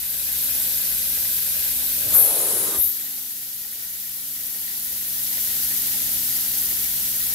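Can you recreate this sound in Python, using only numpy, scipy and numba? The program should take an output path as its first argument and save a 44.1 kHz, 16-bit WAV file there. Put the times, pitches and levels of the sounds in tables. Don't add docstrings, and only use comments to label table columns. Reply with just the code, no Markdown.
import sys
import numpy as np
from scipy import signal
from scipy.io import wavfile
from numba import njit

SR = 44100
rng = np.random.default_rng(int(sys.argv[2]) if len(sys.argv) > 2 else 0)


def volts_from_decibels(level):
    exponent = np.asarray(level, float) / 20
    return 10 ** exponent


def wav_out(sig):
    wavfile.write(sys.argv[1], SR, np.round(np.clip(np.atleast_2d(sig).T, -1, 1) * 32767).astype(np.int16))


N = 323694
T = np.arange(N) / SR

OPENS_S, SHUTS_S = 2.145, 2.765
OPEN_S = SHUTS_S - OPENS_S
MOVED = T > 2.5

# start_s, level_db
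SEALED_LEVEL = [
    (0, -41),
    (.42, -37),
    (2.06, -37),
    (2.3, -38),
    (2.85, -42),
    (3.45, -45.5),
    (4.11, -44.5),
    (5.0, -41),
    (5.57, -37),
    (7.34, -37.5),
]
# pitch_hz, level_db (per Hz)
HISS_FIRST = [(410, -20), (700, -8.5), (839, -15), (1230, -12.5), (1660, -4), (1850, -12), (2020, -10),
              (2630, -1.5), (3030, -4.5), (3630, 1), (4590, 0), (5330, 0), (9000, -0.5), (11700, -76),
              (19800, -120)]
HISS_SECOND = [(410, -62), (700, -6), (831, -11.5), (1060, -17.5), (1400, -5), (1890, -5.5), (2060, -7),
               (2240, -9), (2780, -0.5), (4350, 2.5), (7350, 3.5), (8170, -0.5), (9000, -5), (11700, -44),
               (19800, -120)]
# pitch_hz, level_db (per Hz)
JET_FIRST = [(4710, 30), (8000, -17), (9850, -7.5), (11400, 0), (12000, 3.5), (13300, -4), (14400, -0.5),
             (15800, -16.5)]
JET_SECOND = [(4710, -8), (8000, -19), (10600, -8.5), (11700, -4), (14200, -7), (15000, -11),
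              (15800, -12.5)]
# pitch_hz, level_db (per Hz)
RUMBLE_FIRST = [(25, -26), (42, 0), (52, -28), (80, 3.5), (105, -17), (150, -7), (215, -1.5), (300, -5.5),
                (450, -7.5), (600, -2.5), (760, -15), (1100, -21)]
RUMBLE_SECOND = [(25, -20), (42, -2), (52, -20), (80, -2.5), (105, -6), (150, -15), (215, 0.5), (300, -9),
                 (450, -12), (600, -8), (760, -14.5), (1100, -10.5)]
# pitch_hz, width_hz, level_db
HOLLOWS_FIRST = [(80, 11, -25), (220, 12, -25), (520, 38, -20), (836, 48, -21.5), (1650, 240, -12.5),
                 (1950, 100, -15.5), (2614, 220, -12.5), (4540, 120, -21)]
HOLLOWS_SECOND = [(77, 13, -25), (333, 27, -22), (415.6, 13.4, -22), (537, 7.2, -24), (710, 32, -23),
                  (840, 21, -22), (1895, 114, -10), (2306, 59, -12), (3800, 620, -24)]
# pitch_hz, shared_part (0-1)
LIKENESS = [(60, .99), (150, 1), (380, 0.89), (950, 0.35), (2380, 0.42), (5980, 0.12), (15000, 0.14)]
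# pitch_hz, left_minus_right_db
SIDE = [(60, 3), (125, 3), (200, 0.5), (380, 5), (700, 0), (1290, 3), (2380, -3), (4400, -2.5), (8120, -2),
        (15000, 6)]
# delay_ms, left_gain, right_gain
ECHOES = [(0, 1, 1), (.5, 0.12, 0.043), (.72, -0.2, -0.072), (1.95, 0.37, -0.093), (2.4, -0.094, 0.35),
          (3.3, 0.031, 0.24), (4.4, -0.38, 0.35)]
# start_s, engine_third_order_hz, blower_tone_db
ENGINE = [(0, 188.5, -25), (.6, 188.8, -17), (.95, 189.3, -24.5), (1.2, 189.2, -17.5), (1.5, 189.2, -32),
          (1.75, 189.4, -15), (2.1, 189.4, -16), (2.6, 191.3, -20.5), (3.1, 192, -13.5),
          (3.5, 190.5, -18.5), (3.7, 189, -20), (4.17, 188, -22), (4.24, 187.8, -15), (4.5, 188.1, -14.5),
          (4.8, 189, -19.5), (6.2, 190, -15), (7.34, 190.4, -19.5)]
# order (multiple of turning speed), first_spot_db, second_spot_db (above the hiss), roughness (0-1)
ENGINE_ORDERS = [(1, -15.5, -16, 0.42), (2, -22.5, -22.5, 1), (3, -18.5, -15.5, 0)]
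# start_s, peak_db, pitch_hz, fade_by_60_db_s
KNOCKS = [
    (2.062, -29.5, 110, 0.13),
    (2.131, -29, 100, 0.066),
    (2.218, -35, 131, 0.07),
    (2.779, -29.5, 70, 0.12),
    (2.845, -37.5, 60, .14),
]
# start_s, opening (0-1)
GAP = [
    (2.1, 0),
    (2.2, 0.4),
    (2.37, 0.95),
    (2.59, 1),
    (2.74, 0.67),
    (2.79, 0.38),
    (2.85, .22),
    (3.0, 0),
]
# full_at_s, peak_db
SQUEALS = [
    (2.15, -13.5),
    (2.79, -19),
]
# pitch_hz, width_hz, gain
RIM_SLOTS = [(9700, 700, 0.5), (11330, 850, 1.6), (12700, 430, 0.27), (14140, 520, 1.2)]
# full_at_s, level_db, rise_s, fade_db_per_s
UPPER_SWELLS = [
    (2.15, -39, 0.098, 330),
    (2.745, -42, 0.53, 492),
]
# pitch_hz, level_db (per Hz)
RUSH = [(90, -7.5), (200, -9.5), (500, -10.5), (1200, -10.5), (2200, -16.5), (3200, -12.5), (5500, -16.5),
        (7500, -8), (9800, 1.5), (15000, -9.5)]


def rms_one(x):
    return x / np.sqrt(np.mean(x ** 2) + 1e-20)


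def in_time(rows):
    s, *columns = np.transpose(rows)
    return [np.interp(T, s, column) for column in columns]


def at_hz(points, hz):
    table_hz, value = np.transpose(points)
    return np.interp(np.log(hz), np.log(table_hz), value)


def butter(x, order, hz, kind):
    return signal.sosfilt(signal.butter(order, hz, kind, fs=SR, output="sos"), x)


def drift(rate_hz):
    r = np.exp(-80 * np.pi * rate_hz / SR)
    noise = rng.standard_normal(N // 40 + 2002)
    slow = rms_one(signal.lfilter([1], [1, -2 * r, r * r], noise)[2000:])
    return np.interp(np.arange(N) / 40, np.arange(len(slow)), slow)


def swell(s, rise_s, hold_s, fade_db_per_s):
    t = T - s
    rise_db = 40 * t / rise_s
    fade_db = -fade_db_per_s * (t - hold_s)
    return volts_from_decibels(np.minimum(0, np.minimum(rise_db, fade_db)))


def lean(db):
    return volts_from_decibels(np.array([db / 2, -db / 2]))


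def echoed(x):
    paths = np.zeros((2, 256))
    for ms, left, right in ECHOES:
        paths[:, round(ms * SR / 1000)] += left, right
    bass = butter(x, 1, 350, "low")
    return bass + np.array([signal.lfilter(p / np.linalg.norm(p), [1], x - bass) for p in paths])


@njit
def glide(x, hz, width_hz, sr):
    y, r = np.zeros_like(x), np.exp(-np.pi * width_hz / sr) + 0 * hz
    for i in range(2, len(x)):
        ring = 2 * r[i] * np.cos(2 * np.pi * hz[i] / sr) * y[i - 1] - r[i] * r[i] * y[i - 2]
        y[i] = x[i] - x[i - 2] + ring
    return y


def turbulence(first, second, low_hz, high_hz, count, patchy_db, surge_db):
    edges = np.geomspace(low_hz, high_hz, count + 1)
    surge = drift(32)
    shared = [echoed(noise) for noise in rng.standard_normal((2, N))]
    own = rng.standard_normal((2, 2, N))
    out = 0
    for k, (low, high) in enumerate(zip(edges, edges[1:])):
        hz = np.sqrt(low * high)
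        alike = np.clip(at_hz(LIKENESS, hz), 0, 0.99)
        white = np.sqrt(alike) * shared[k % 2] + np.sqrt(1 - alike) * own[k % 2]
        pair = butter(white, 2, [low, high], "band")
        colour_db = np.where(MOVED, at_hz(second, hz), at_hz(first, hz))
        gain = volts_from_decibels(colour_db + surge_db * surge + patchy_db * drift(26))
        out = out + gain * pair * lean(at_hz(SIDE, hz))[:, None]
    return out / np.where(MOVED, np.std(out[:, MOVED]), np.std(out[:, ~MOVED]))


def spray(per_s, depth):
    drops = (rng.random(N) < per_s / SR) * rng.exponential(1, N)
    r = np.exp(-1 / (0.00086 * SR))
    return rms_one(1 + depth * signal.lfilter([1], [1, -r], drops))


def hollows():
    slugs = drift(18)
    out = 0
    for rows, here in (HOLLOWS_FIRST, ~MOVED), (HOLLOWS_SECOND, MOVED):
        for hz, width_hz, db in rows:
            lumps = volts_from_decibels(2.3 * slugs + 2.6 * drift(35)) * rng.standard_normal(N)
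            gargle = rms_one(glide(lumps, np.full(N, float(hz)), float(width_hz), SR))
            out = out + here * volts_from_decibels(db - 3) * gargle
    return echoed(out)


def sealed_tool(level_db):
    hiss = turbulence(HISS_FIRST, HISS_SECOND, 736, 9630, count=18, patchy_db=0.87, surge_db=0.2)
    jet = turbulence(JET_FIRST, JET_SECOND, 7505, 16420, count=12, patchy_db=0.85, surge_db=0.2)
    jet *= spray(per_s=250, depth=0.25)
    rumble = turbulence(RUMBLE_FIRST, RUMBLE_SECOND, 32.0, 1107, count=19, patchy_db=1.5, surge_db=0.5)
    rumble = butter(rumble, 2, 32, "high")
    scuff = volts_from_decibels(-6.5) * swell(2.06, 0.2, 0, fade_db_per_s=14)
    rumble *= np.hypot(volts_from_decibels(-15.5), scuff)
    return volts_from_decibels(level_db) * (volts_from_decibels(5.5) * hiss + volts_from_decibels(15) * jet + rumble + hollows())


def machine(level_db):
    third_hz, lobe_db = in_time(ENGINE)
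    lobe_hz = 266.1 + 2.465 * (third_hz - 189.4)
    standing_wave_rad = 1.3
    lobe_turn = 2 * np.pi * np.cumsum(lobe_hz) / SR + [[0], [standing_wave_rad]]
    out = np.sqrt(2) * volts_from_decibels(lobe_db) * np.sin(lobe_turn) * lean(-8.0)[:, None]
    load_db = -10 * swell(OPENS_S + 0.2, 0.61, OPEN_S, fade_db_per_s=6)
    turn = 2 * np.pi * np.cumsum(third_hz / 3) / SR
    for order, first_db, second_db, rough in ENGINE_ORDERS:
        waver = 1 + rough * (drift(21) + 1j * drift(6.2))
        level = volts_from_decibels(np.where(MOVED, second_db, first_db) + load_db / order)
        tone = np.sqrt(2) * level * np.real(waver * np.exp(1j * order * turn))
        out = out + tone * lean(at_hz(SIDE, 63 * order))[:, None]
    return volts_from_decibels(level_db) * out


def knocks():
    out = np.zeros(N)
    scuff = rms_one(butter(rng.standard_normal(N), 4, [90, 700], "band"))
    for s, db, hz, t60 in KNOCKS:
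        t = np.maximum(T - s, 0)
        onset = np.minimum(t / 0.0047, 1)
        out += volts_from_decibels(db - 60 * t / t60) * (np.sin(2 * np.pi * hz * t) + 0.3 * scuff) * onset
    return butter(out, 2, 40, "high") * lean(1.1)[:, None]


def swept(x, hz, width_hz):
    y = glide(glide(x, hz, width_hz, SR), hz, width_hz, SR)
    return rms_one(y * width_hz ** 1.5)


def while_open(first, last):
    return np.interp(T, [OPENS_S, SHUTS_S], [first, last])


def slots(x):
    out = x
    for hz, width_hz, gain in RIM_SLOTS:
        out = out + gain * signal.lfilter(*signal.iirpeak(hz, hz / width_hz, fs=SR), x)
    return rms_one(butter(out, 3, 8400, "high"))


def gap_jet(squeal_shapes):
    gap, = in_time(GAP)
    shut_hz, open_hz, width_hz = 13530, 10230, 2960
    jet_hz = shut_hz + (open_hz - shut_hz) * gap
    squeal = sum(volts_from_decibels(db) * shape for (s, db), shape in zip(SQUEALS, squeal_shapes))
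    steady = volts_from_decibels(-24 - 26 * (1 - gap)) * swell(OPENS_S, 0.1, OPEN_S, fade_db_per_s=107)
    air = echoed(rng.standard_normal(N)) + 0.7 * rng.standard_normal((2, N))
    jet = np.array([swept(side, jet_hz, np.full(N, float(width_hz))) for side in air])
    return slots(jet) * np.hypot(squeal, steady) * lean(5.5 + 1.5 * sum(squeal_shapes))


def hose_roar(duck):
    mouth_hz, lag_s = while_open(580, 325), 0.025
    air = rng.standard_normal(N) + 0.25 * rng.standard_normal((2, N))
    roar = np.array([swept(side, mouth_hz, 0.77 * mouth_hz) for side in air])
    shape = swell(OPENS_S + lag_s, 0.045, OPEN_S - lag_s, fade_db_per_s=400)
    return roar * volts_from_decibels(while_open(-35, -38)) * shape * np.sqrt(duck) * lean(1.9)[:, None]


def hose_neck(duck, flowing):
    neck_hz, upper_hz = while_open(4300, 3790), while_open(1290, 1110)
    air = rng.standard_normal((2, N))
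    neck = volts_from_decibels(-45.5) * swell(OPENS_S, 0.2, OPEN_S, fade_db_per_s=32) * duck
    upper = volts_from_decibels(-51) * flowing
    for s, db, rise_s, fade in UPPER_SWELLS:
        upper = upper + volts_from_decibels(db) * swell(s, rise_s, 0.013, fade)
    neck_sound = neck * echoed(swept(air[0], neck_hz, 0.079 * neck_hz))
    return neck_sound + upper * echoed(swept(air[1], upper_hz, 0.5 * upper_hz))


def broken_seal():
    squeal_shapes = [swell(s, 0.086, 0.056, fade_db_per_s=107) for s, db in SQUEALS]
    duck = volts_from_decibels(-2.5 * squeal_shapes[0])
    flowing = swell(OPENS_S, 0.11, OPEN_S, fade_db_per_s=400)
    pop = volts_from_decibels(-20) * swell(OPENS_S, 0.13, 0, fade_db_per_s=500)
    inrush = np.hypot(volts_from_decibels(-26.5) * flowing * duck, pop)
    rush = inrush * turbulence(RUSH, RUSH, 95.6, 13800, count=14, patchy_db=-1.4, surge_db=1)
    return gap_jet(squeal_shapes) + hose_roar(duck) + hose_neck(duck, flowing) + rush


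def scene():
    level_db, = in_time(SEALED_LEVEL)
    left, right = sealed_tool(level_db) + machine(level_db) + knocks() + broken_seal()
    low = signal.sosfiltfilt(signal.butter(2, 2500, fs=SR, output="sos"), left)
    return np.array([left - low + np.roll(low, 2), right])


def top_cut(x):
    return signal.sosfilt(signal.butter(12, 15970, fs=SR, output="sos"), x)


def record(dry):
    cut = signal.sosfilt(signal.ellip(12, 0.5, 55, 15730, fs=SR, output="sos"), dry)
    return top_cut(np.clip(cut, -1, 1))


dry = scene()
out = record(dry)
wav_out(out)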